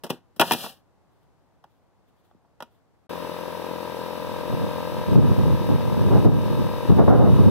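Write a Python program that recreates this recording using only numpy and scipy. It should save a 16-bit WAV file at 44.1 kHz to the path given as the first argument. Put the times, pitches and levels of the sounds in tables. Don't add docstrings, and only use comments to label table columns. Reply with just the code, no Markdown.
import sys
import numpy as np
from scipy import signal
from scipy.fft import rfft, irfft, next_fast_len
from scipy.io import wavfile
from scipy.ndimage import uniform_filter1d, map_coordinates

SR = 44100
rng = np.random.default_rng(int(sys.argv[2]) if len(sys.argv) > 2 else 0)


def waveform_to_disk(signal):
    frames = np.transpose(np.atleast_2d(signal))
    scaled = np.clip(frames, -1, 1) * 32767
    samples = np.round(scaled).astype(np.int16)
    wavfile.write(sys.argv[1], SR, samples)


N = 330750


def amp(db):
    return 10 ** (np.asarray(db) / 20)


def unit(x):
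    return x / np.sqrt(np.mean(x ** 2) + 1e-20)


def along(points, hz, column=1):
    table = np.transpose(points)
    return np.interp(np.log(hz + 1), np.log(table[0] + 1), table[column])


def curves(rows):
    s, *cols = np.transpose(rows)
    return [np.interp(np.arange(N) / SR, s, c) for c in cols]


def wobble(rate):
    knots = rng.standard_normal(int(N * rate / SR) + 4)
    return map_coordinates(knots, [np.arange(N) * rate / SR])


def filtered(x, response):
    m = next_fast_len(x.shape[-1] + 8192)
    spectrum = rfft(x, m) * response(np.fft.rfftfreq(m, 1 / SR))
    return irfft(spectrum, m)[..., :x.shape[-1]]


def noise(spectrum):
    white = rng.standard_normal((2, N))
    return unit(filtered(white, lambda hz: amp(along(spectrum, hz))))


def burst(start, length, attack, t60, curve=1):
    t = np.arange(N) / SR - start
    fall = np.clip((t - length) / t60, 0, 2) ** curve
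    return np.clip(1 + t / attack, 0, 1) * amp(-60 * fall)


PORT_LAG_S = 14 / SR


def spread(pair, image):
    m = next_fast_len(N + 8192)
    hz, sides = np.fft.rfftfreq(m, 1 / SR), np.array([[1], [-1]])
    treble = np.clip((hz - 1500) / 700, 0, 1)
    phase = 2 * np.pi * (hz * PORT_LAG_S - 1) * treble
    direct = amp(sides * along(image, hz, 2) / 2) * np.exp(-1j * np.outer([0, 1], phase))
    diffuse = sides * direct * amp(along(image, hz))
    centre = np.hypot(np.abs(direct.mean(axis=0)), np.abs(diffuse.mean(axis=0)))
    near, scattered = rfft(pair, m)
    return irfft((direct * near + diffuse * scattered) / centre, m)[:, :N]


# f/Hz, level per Hz/dB
YARD_COLOUR = [(18, -40.5), (30, -10), (109, 0), (204, -2.5), (233, -6), (295, -1), (328, -4.5),
               (404, -5.5), (499, -4.5), (600, -5.5), (889, -5.5), (2290, -24), (3670, -27.5),
               (16000, -39.5)]
# f/Hz, diffuse over direct level/dB, left minus right level/dB
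YARD_STEREO = [(60, 10.5, 1), (290, -0.5, 2), (1205.4, -9.5, 1), (2300, -3, 1), (8000, 1, 3)]


def yard():
    return spread(amp(-66.5 + 0.5 * wobble(5)) * noise(YARD_COLOUR), YARD_STEREO)


# t/s, knock level/dB, thud level/dB, brightness/dB per octave, basic t60/s
CONTACTS = [(0.036, -37.5, -38, -1, .06), (0.041, -39, -39.5, -2, .1), (0.065, -44.5, -55, -2.5, .08),
            (0.094, -46, -55.5, -1.4, .07), (0.0998, -30.5, -33.5, -1.5, .045),
            (0.103, -30.5, -27.5, -2, .056), (0.127, -49.5, -37, -2.5, .11), (0.362, -57.5, -52.5, 0, .12),
            (0.3964, -15.5, -20, -2, .06), (0.405, -23, -26, -3, .03), (0.411, -24.5, -35, 0.44, .04),
            (0.4151, -13, -28, -5, .02), (0.419, -12, -27.5, -6, .05), (0.51, -16, -33, -3.5, 0.019),
            (0.518, -22.5, -27, -0.5, .084), (0.534, -29.5, -33.5, 0.34, .04),
            (0.547, -32, -33.5, -6.5, .025), (0.640, -36, -41.5, -9, .08), (0.662, -36, -48.5, -5.5, .06),
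            (1.640, -47, -62, -5, .042), (2.312, -55, -73, -7.5, .04), (2.346, -70, -54, -9, .04),
            (2.448, -62, -74, -9, .06), (2.604, -34, -52, -5, .043), (2.623, -34.5, -45, -3, .045)]
# low f/Hz, high f/Hz, decay time over the blow's,
# level/dB, octaves above the knock, extra level/dB per dB of force
BLOW_BANDS = [(420, 1700, 0.9, 0.5, 0, 0), (1650, 4200, 0.89, -1.5, 1.77, 0.1653),
              (4500, 8000, 0.75, -5.5, 3, 0), (8000, 16000, 0.75, -1, 5, 0)]
# low f/Hz, high f/Hz, decay time over the blow's
THUD_BAND = (110, 400, 1.3)
# f/Hz, mean level/dB, t60/s
BODY_MODES = [(170, -5, 0.082), (233, 3, 0.085), (380, -5, 0.049), (604, -12, .07), (704, -5, 0.059),
              (850, 1, .05), (944, 2, 0.072), (1138, -1.5, 0.037), (1415, -7, 0.096), (1790, -9, .05),
              (1945, -13, .05), (2445, -10, 0.065), (2860, -11.5, 0.065), (3330, -10.5, 0.065),
              (3240, -9.5, 0.032), (3900, -18.5, 0.14)]
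# f/Hz, level per Hz/dB
CRACK_COLOUR = [(53, -41), (90, -9.5), (205, -4.5), (737, 4), (915, -1.5), (1540, -8.5), (1910, -9),
                (2320, -29), (2530, -4), (3290, -4.5), (4450, -30.5), (5410, -19), (6720, -30),
                (13500, -23.5), (16000, -26)]
MEDIUM_BLOW_DB = -33


def blows(ring_db=-6, damping=3.4, rise_s=0.00032):
    t = np.arange(SR // 4) / SR
    out, crack = np.zeros((2, N)), noise(CRACK_COLOUR)
    hz, mode_db, mode_t60 = np.transpose(BODY_MODES)[:, :, None]
    modes = np.sin(2 * np.pi * hz * t) * amp(-60 * t / mode_t60)
    for s, knock_db, thud_db, brightness, t60 in CONTACTS:
        at = slice(round(s * SR), round(s * SR) + len(t))
        shape = (2, len(BODY_MODES), 1)
        strength = amp(mode_db + 3.5 * rng.standard_normal(shape)) * rng.choice([-1, 1], shape)
        ring = amp(ring_db) * np.sum(strength * modes, axis=1)
        force_db = knock_db - MEDIUM_BLOW_DB
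        parts = [(*THUD_BAND, thud_db)]
        for *register, db, octaves, growth in BLOW_BANDS:
            parts.append((*register, knock_db + db + brightness * octaves + growth * force_db))
        for low_hz, high_hz, life, db in parts:
            band = signal.butter(3, [low_hz, min(high_hz, .45 * SR)], "band", fs=SR, output="sos")
            fall_db = -60 * t / (t60 * life)
            struck = crack[:, at] * amp(fall_db) + ring * amp(fall_db / damping)
            part = signal.sosfilt(band, struck * (1 - np.exp(-t / rise_s)))
            loudest = uniform_filter1d(part ** 2, size=SR // 160, axis=1).max(axis=1, keepdims=True)
            out[:, at] += amp(db) * part / np.sqrt(loudest)
    return out


# t/s, open time/s, basic emptying time/s, hiss level/dB, rush level/dB
VALVE_OPENINGS = [(0.11, 0.011, .13, -60.5, -49.5), (0.403, 0.23, 0.22, -43, -35.5)]
# f/Hz, level per Hz/dB
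HISS_COLOUR = [(2530, -35.5), (4300, -9.5), (5240, 1.5), (6790, -5), (10900, -1.5), (14300, -1.5),
               (14900, -2), (15700, -6), (16000, -7.5)]
# f/Hz, level per Hz/dB
RUSH_COLOUR = [(71, -29), (120, -7), (189, -1.5), (320, -12.5), (558, -4.5), (630, -8), (789, -0.5),
               (851, -19.5), (1020, -10.5), (1440, -11), (1840, -11.5), (2200, -37.5), (2340, -23),
               (2930, -10.5), (4400, -20.5), (5720, -48.5), (9680, -120)]
VENT_ATTACK_S, VENT_CURVE = 0.0091, 1.6
RUSH_SAG_DB_PER_S, HOLLOW_HZ = 38.5, 2200
HOLLOW_LINGERS = 1.15


def exhaust():
    t = np.arange(N) / SR
    hiss, rush, out = noise(HISS_COLOUR), noise(RUSH_COLOUR), np.zeros((2, N))
    hollow = filtered(rush, lambda hz: hz < HOLLOW_HZ)
    for s, length, emptying, hiss_db, rush_db in VALVE_OPENINGS:
        flow = burst(s, length, VENT_ATTACK_S, emptying, VENT_CURVE)
        hollow_flow = burst(s, length, VENT_ATTACK_S, HOLLOW_LINGERS * emptying, VENT_CURVE)
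        sag_db = RUSH_SAG_DB_PER_S * np.clip(t - s, 0, length)
        out += flow * (amp(hiss_db) * hiss + amp(rush_db) * (rush - hollow))
        out += amp(rush_db - sag_db) * hollow_flow * hollow
    return amp(1.0 * wobble(90)) * out


# f/Hz, t60/s
WALL_DECAY = [(150, 0.2), (1000, 0.2), (4000, .2), (14000, .12)]


def walls(x):
    hz, t, z = signal.stft(rng.standard_normal((2, SR // 2)), SR, nperseg=256)
    decay = amp(-60 * t / along(WALL_DECAY, hz)[:, None])
    tail = signal.istft(z * decay, SR, nperseg=256)[1]
    delayed = np.pad(tail, ((0, 0), (SR // 150, 0)))
    return signal.fftconvolve(x, delayed / np.linalg.norm(tail[0]), axes=1)[:, :N]


# f/Hz, diffuse over direct level/dB, left minus right level/dB
TOOL_STEREO = [(100, 4.5, -1.5), (250, -6.5, 0.5), (500, -15, 2), (1000, -14, -0.5), (2300, -12.5, 1),
               (4394, -4.5, 0), (8000, -4.5, 7.5), (15030, -4.5, 7)]


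def nailer():
    dry = blows() + exhaust()
    return spread(dry + amp(-18.5) * walls(dry), TOOL_STEREO)


# t/s, length/s, level/dB
CLOTH_BRUSHES = [(1.12, 0.11, -83.5), (1.7, .04, -81), (2.07, 0.033, -80.5), (2.2, .07, -79),
                 (2.72, .04, -78.5)]
# f/Hz, level per Hz/dB
CLOTH_COLOUR = [(600, -25), (1400, 2), (2200, -8), (3300, 3), (5500, -14), (8000, -12), (15000, -6)]
BRUSH_ATTACK_S, BRUSH_T60_S = .04, 0.3


def clothes():
    level = sum(amp(db) * burst(s, length, BRUSH_ATTACK_S, BRUSH_T60_S) for s, length, db in CLOTH_BRUSHES)
    return spread(level * amp(3.0 * wobble(60)) * noise(CLOTH_COLOUR), YARD_STEREO)


# t/s, stroke rate f/Hz
STROKE_RATE = [(3.1, 43.07), (4.15, 43.06), (4.5, 43.0), (7.5, 42.98)]
# multiple of the stroke rate, relative level/dB
STROKE_HARMONICS = [(1, -44), (2, -13.5), (3, -14), (4, -6), (5, -8.5), (6, -12), (7, -10), (8, -12.5),
                    (9, -29), (10, -18.5), (11, 0.5), (12, 1.5), (13, -4), (14, -1), (15, -10.5), (16, -44),
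                    (17, -17.5), (18, -13), (19, -15.5), (20, -7), (21, -7), (22, -1.5), (23, -1.5),
                    (24, -6), (25, -13.5), (26, -24), (27, -13), (28, -10.5), (29, -24.5), (30, -11),
                    (31, -16), (32, -60), (33, -43), (34, -46), (35, -23), (36, -47), (37, -18), (38, -36)]
# f/Hz, side over mid
PULSE_LEAN = [(90, 0.84), (200, 1.65), (330, 1.7), (500, 0.56), (700, 0.38), (1000, 0.034), (1600, 0.08)]


def strokes(turn, scatter=0.58, dispersion=0.0212):
    pulse, loudest = np.zeros((2, N)), max(STROKE_HARMONICS, key=lambda row: row[1])[0]
    for order, db in STROKE_HARMONICS:
        smear = scatter * rng.standard_normal() - dispersion * (order - loudest) ** 2
        line = amp(db + 0.7 * wobble(10)) * np.cos(order * turn + smear)
        lean = along(PULSE_LEAN, order * STROKE_RATE[0][1])
        pulse += np.outer(1 + np.array([1, -1]) * lean, line)
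    pulse = pulse * amp(0.52 * wobble(40))
    return pulse / np.std(pulse.mean(axis=0))


# f/Hz, width/Hz, level/dB
HEAD_RESONANCES = [(1596, 72, -3), (2570, 410, -9.5), (2883, 62, -5.5), (3721, 44, 1.5), (4160, 82, -8.5),
                   (4705, 35, -9), (5670, 540, -24)]


def clatter(turn, size=4096):
    hz = np.arange(size // 2 + 1) * STROKE_RATE[0][1]
    head = sum(amp(db) / (1 + ((hz - centre) / (width / 2)) ** 2) for centre, width, db in HEAD_RESONANCES)
    uneven = amp(1.5 * rng.standard_normal(len(hz)))
    cycles = irfft(head * uneven * np.exp(2j * np.pi * rng.random((2, len(hz)))))
    place = turn / (2 * np.pi) % 1 * size
    return unit(np.array([np.interp(place, np.arange(size), cycle) for cycle in cycles]))


# t/s, level of each tone/dB
WHINE_LEVEL = [(5.8, -84), (6.4, -60)]
WHINE_MULTIPLES = [68, 86, 87]


def shaft_whine(turn):
    tones = sum(amp(2 * wobble(6.6)) * np.sin(order * turn) for order in WHINE_MULTIPLES)
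    return amp(curves(WHINE_LEVEL)[0]) * tones


# t/s, level/dB
OPENNESS = [(3.8, -1), (4.8, 2.5), (5.8, 1.5)]
# f/Hz, level per Hz/dB
AIR_COLOUR = [(820, -14), (1400, -7), (1630, 0), (2210, -9), (2610, -5.5), (3230, -7.5), (3690, -6),
              (4430, -15), (5660, -13), (6870, -22.5), (9230, -18.5), (12000, -17), (13300, -15),
              (15400, -18.5), (16000, -16.5)]
# f/Hz, level per Hz/dB
CHUFF_COLOUR = [(59, -50), (100, -21), (179, -14), (412, -8.5), (507, -10), (702, -16), (972, -12),
                (1140, -18.5), (1600, -29.5), (2080, -48), (3520, -120)]
# f/Hz, diffuse over direct level/dB, left minus right level/dB
PUMP_STEREO = [(100, 2, 9.9), (380, -1, 5.1), (700, 0, 1.7), (1200, -9, 0.93), (1940, 5.5, 3.3),
               (3260, -6, 5.3), (4440, -5, 1.8), (8550, -5, 9.2)]
PUMP_AIR_DB, CHUFF_DB, PULSE_DB, VALVES_DB = -46.5, -41, -34.5, -54
AIR_FOLLOWS, VALVES_FOLLOW = 0.32, 0.85


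def compressor(chuff_depth=0.27, air_depth=0.054, first_stroke_s=3.110):
    rate_hz = curves(STROKE_RATE)[0] * (1 + 0.00051 * wobble(12))
    turn = 2 * np.pi * np.cumsum(rate_hz) / SR
    turn = turn - np.interp(first_stroke_s * SR, np.arange(N), turn)
    swell_db, = curves(OPENNESS)
    pulse = amp(PULSE_DB + swell_db) * strokes(turn)
    air = amp(PUMP_AIR_DB + AIR_FOLLOWS * swell_db) * noise(AIR_COLOUR) * (1 + air_depth * np.cos(turn))
    chuff = amp(CHUFF_DB) * noise(CHUFF_COLOUR) * (1 + chuff_depth * np.cos(turn))
    valves = amp(VALVES_DB + VALVES_FOLLOW * swell_db) * clatter(turn)
    whine = np.outer([1, 0], shaft_whine(turn))
    return pulse + spread(air + chuff + valves + whine, PUMP_STEREO)


# t/s, rumble level before the port filter/dB
BREEZE_LEVEL = [(3.5, -72), (4.3, -39.5), (5.0, -34.5), (5.4, -23.5), (6.4, -24), (6.8, -31), (7.35, -13.5)]
# t/s, length/s, rumble level before the port filter/dB, flutter level/dB
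GUST_STRIKES = [(4.512, .03, -26.5, -42), (4.61, 0.04, -26.5, -40), (4.942, 0.032, -30, -55),
                (5.094, .2, -17.5, -45), (5.165, 0.015, -11, -39), (5.39, 0.11, -19, -53),
                (5.705, 0.0081, -15, -32), (5.977, .22, -20, -48), (6.122, 0.039, -12.5, -27),
                (6.262, 0.0086, -8, -25), (6.32, .03, -13.5, -42), (6.443, .07, -22.5, -55),
                (6.59, 0.047, -23, -56), (6.906, 0.032, -8.5, -34), (6.993, 0.013, -8.5, -16.5),
                (7.086, 0.056, -9.5, -16.5), (7.205, 0.056, -10, -20), (7.384, .05, -25, -45.5)]
# f/Hz, level per Hz/dB
RUMBLE_COLOUR = [(20, -29), (45, -18.5), (75, -4.5), (110, -1), (200, -6.5), (300, -16), (450, -22.5),
                 (700, -37.5), (1200, -39), (2500, -90)]
# f/Hz, level per Hz/dB
FLUTTER_COLOUR = [(80, -28), (200, 7.5), (320, 11), (600, 9), (950, 3.5), (1400, -6.5), (1900, -20),
                  (3000, -47), (6000, -80)]
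# f/Hz, diffuse over direct level/dB, left minus right level/dB
PORT_STEREO = [(60, 17.5, 0), (136, 14.5, 0.004), (295, 5.5, 0), (616, 0, 0), (1150, -17.5, 0),
               (2180, 14, 0)]
GUST_ATTACK_S, GUST_T60_S, FLUTTER_T60_S, GUST_CURVE = 0.024, 0.21, 0.14, 1.43


def wind():
    power, fast = amp(curves(BREEZE_LEVEL)[0]) ** 2, np.zeros(N)
    for s, length, rumble_db, flutter_db in GUST_STRIKES:
        power = power + (amp(rumble_db) * burst(s, length, GUST_ATTACK_S, GUST_T60_S, GUST_CURVE)) ** 2
        fast += amp(flutter_db) * burst(s, length, GUST_ATTACK_S, FLUTTER_T60_S, GUST_CURVE)
    eddies = noise(RUMBLE_COLOUR)
    eddies = eddies / np.sqrt(np.abs(uniform_filter1d(eddies ** 2, SR // 20, axis=1)) + 1e-6)
    lumpy = np.sqrt(power) * amp(2.1 * wobble(55)) * eddies
    rumble = filtered(lumpy, lambda hz: amp(-np.maximum(along(PORT_STEREO, hz), 0)))
    flutter = fast * amp(1.4 * wobble(110)) * noise(FLUTTER_COLOUR)
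    return spread(rumble + flutter, PORT_STEREO)


QUIET_END_S, PUMP_START_S = 3.069, 3.093


def scene():
    t = np.arange(N) / SR
    fade_in = np.clip((t - PUMP_START_S) / .002, 0, 1)
    return (yard() + nailer() + clothes()) * (t < QUIET_END_S) + (compressor() + wind()) * fade_in


LIMIT_DB, LIMIT_RELEASE_DB_PER_S, LIMIT_ATTACK_S = -2.5, 34, .002


def limiter(x):
    over_db = np.maximum(20 * np.log10(np.abs(x).max(axis=0) + 1e-9) - LIMIT_DB, 0)
    recovery_db = LIMIT_RELEASE_DB_PER_S * np.arange(N) / SR
    cut_db = np.maximum.accumulate(over_db + recovery_db) - recovery_db
    return x * amp(-uniform_filter1d(cut_db, size=1 + int(LIMIT_ATTACK_S * SR)))


TOP_HZ = 15800


def record(dry):
    ducked = limiter(dry)
    held = ducked / (1 + np.abs(ducked) ** 8) ** (1 / 8)
    return filtered(held, lambda hz: 1 / (1 + (hz / TOP_HZ) ** 120))


dry = scene()
out = record(dry)
waveform_to_disk(out)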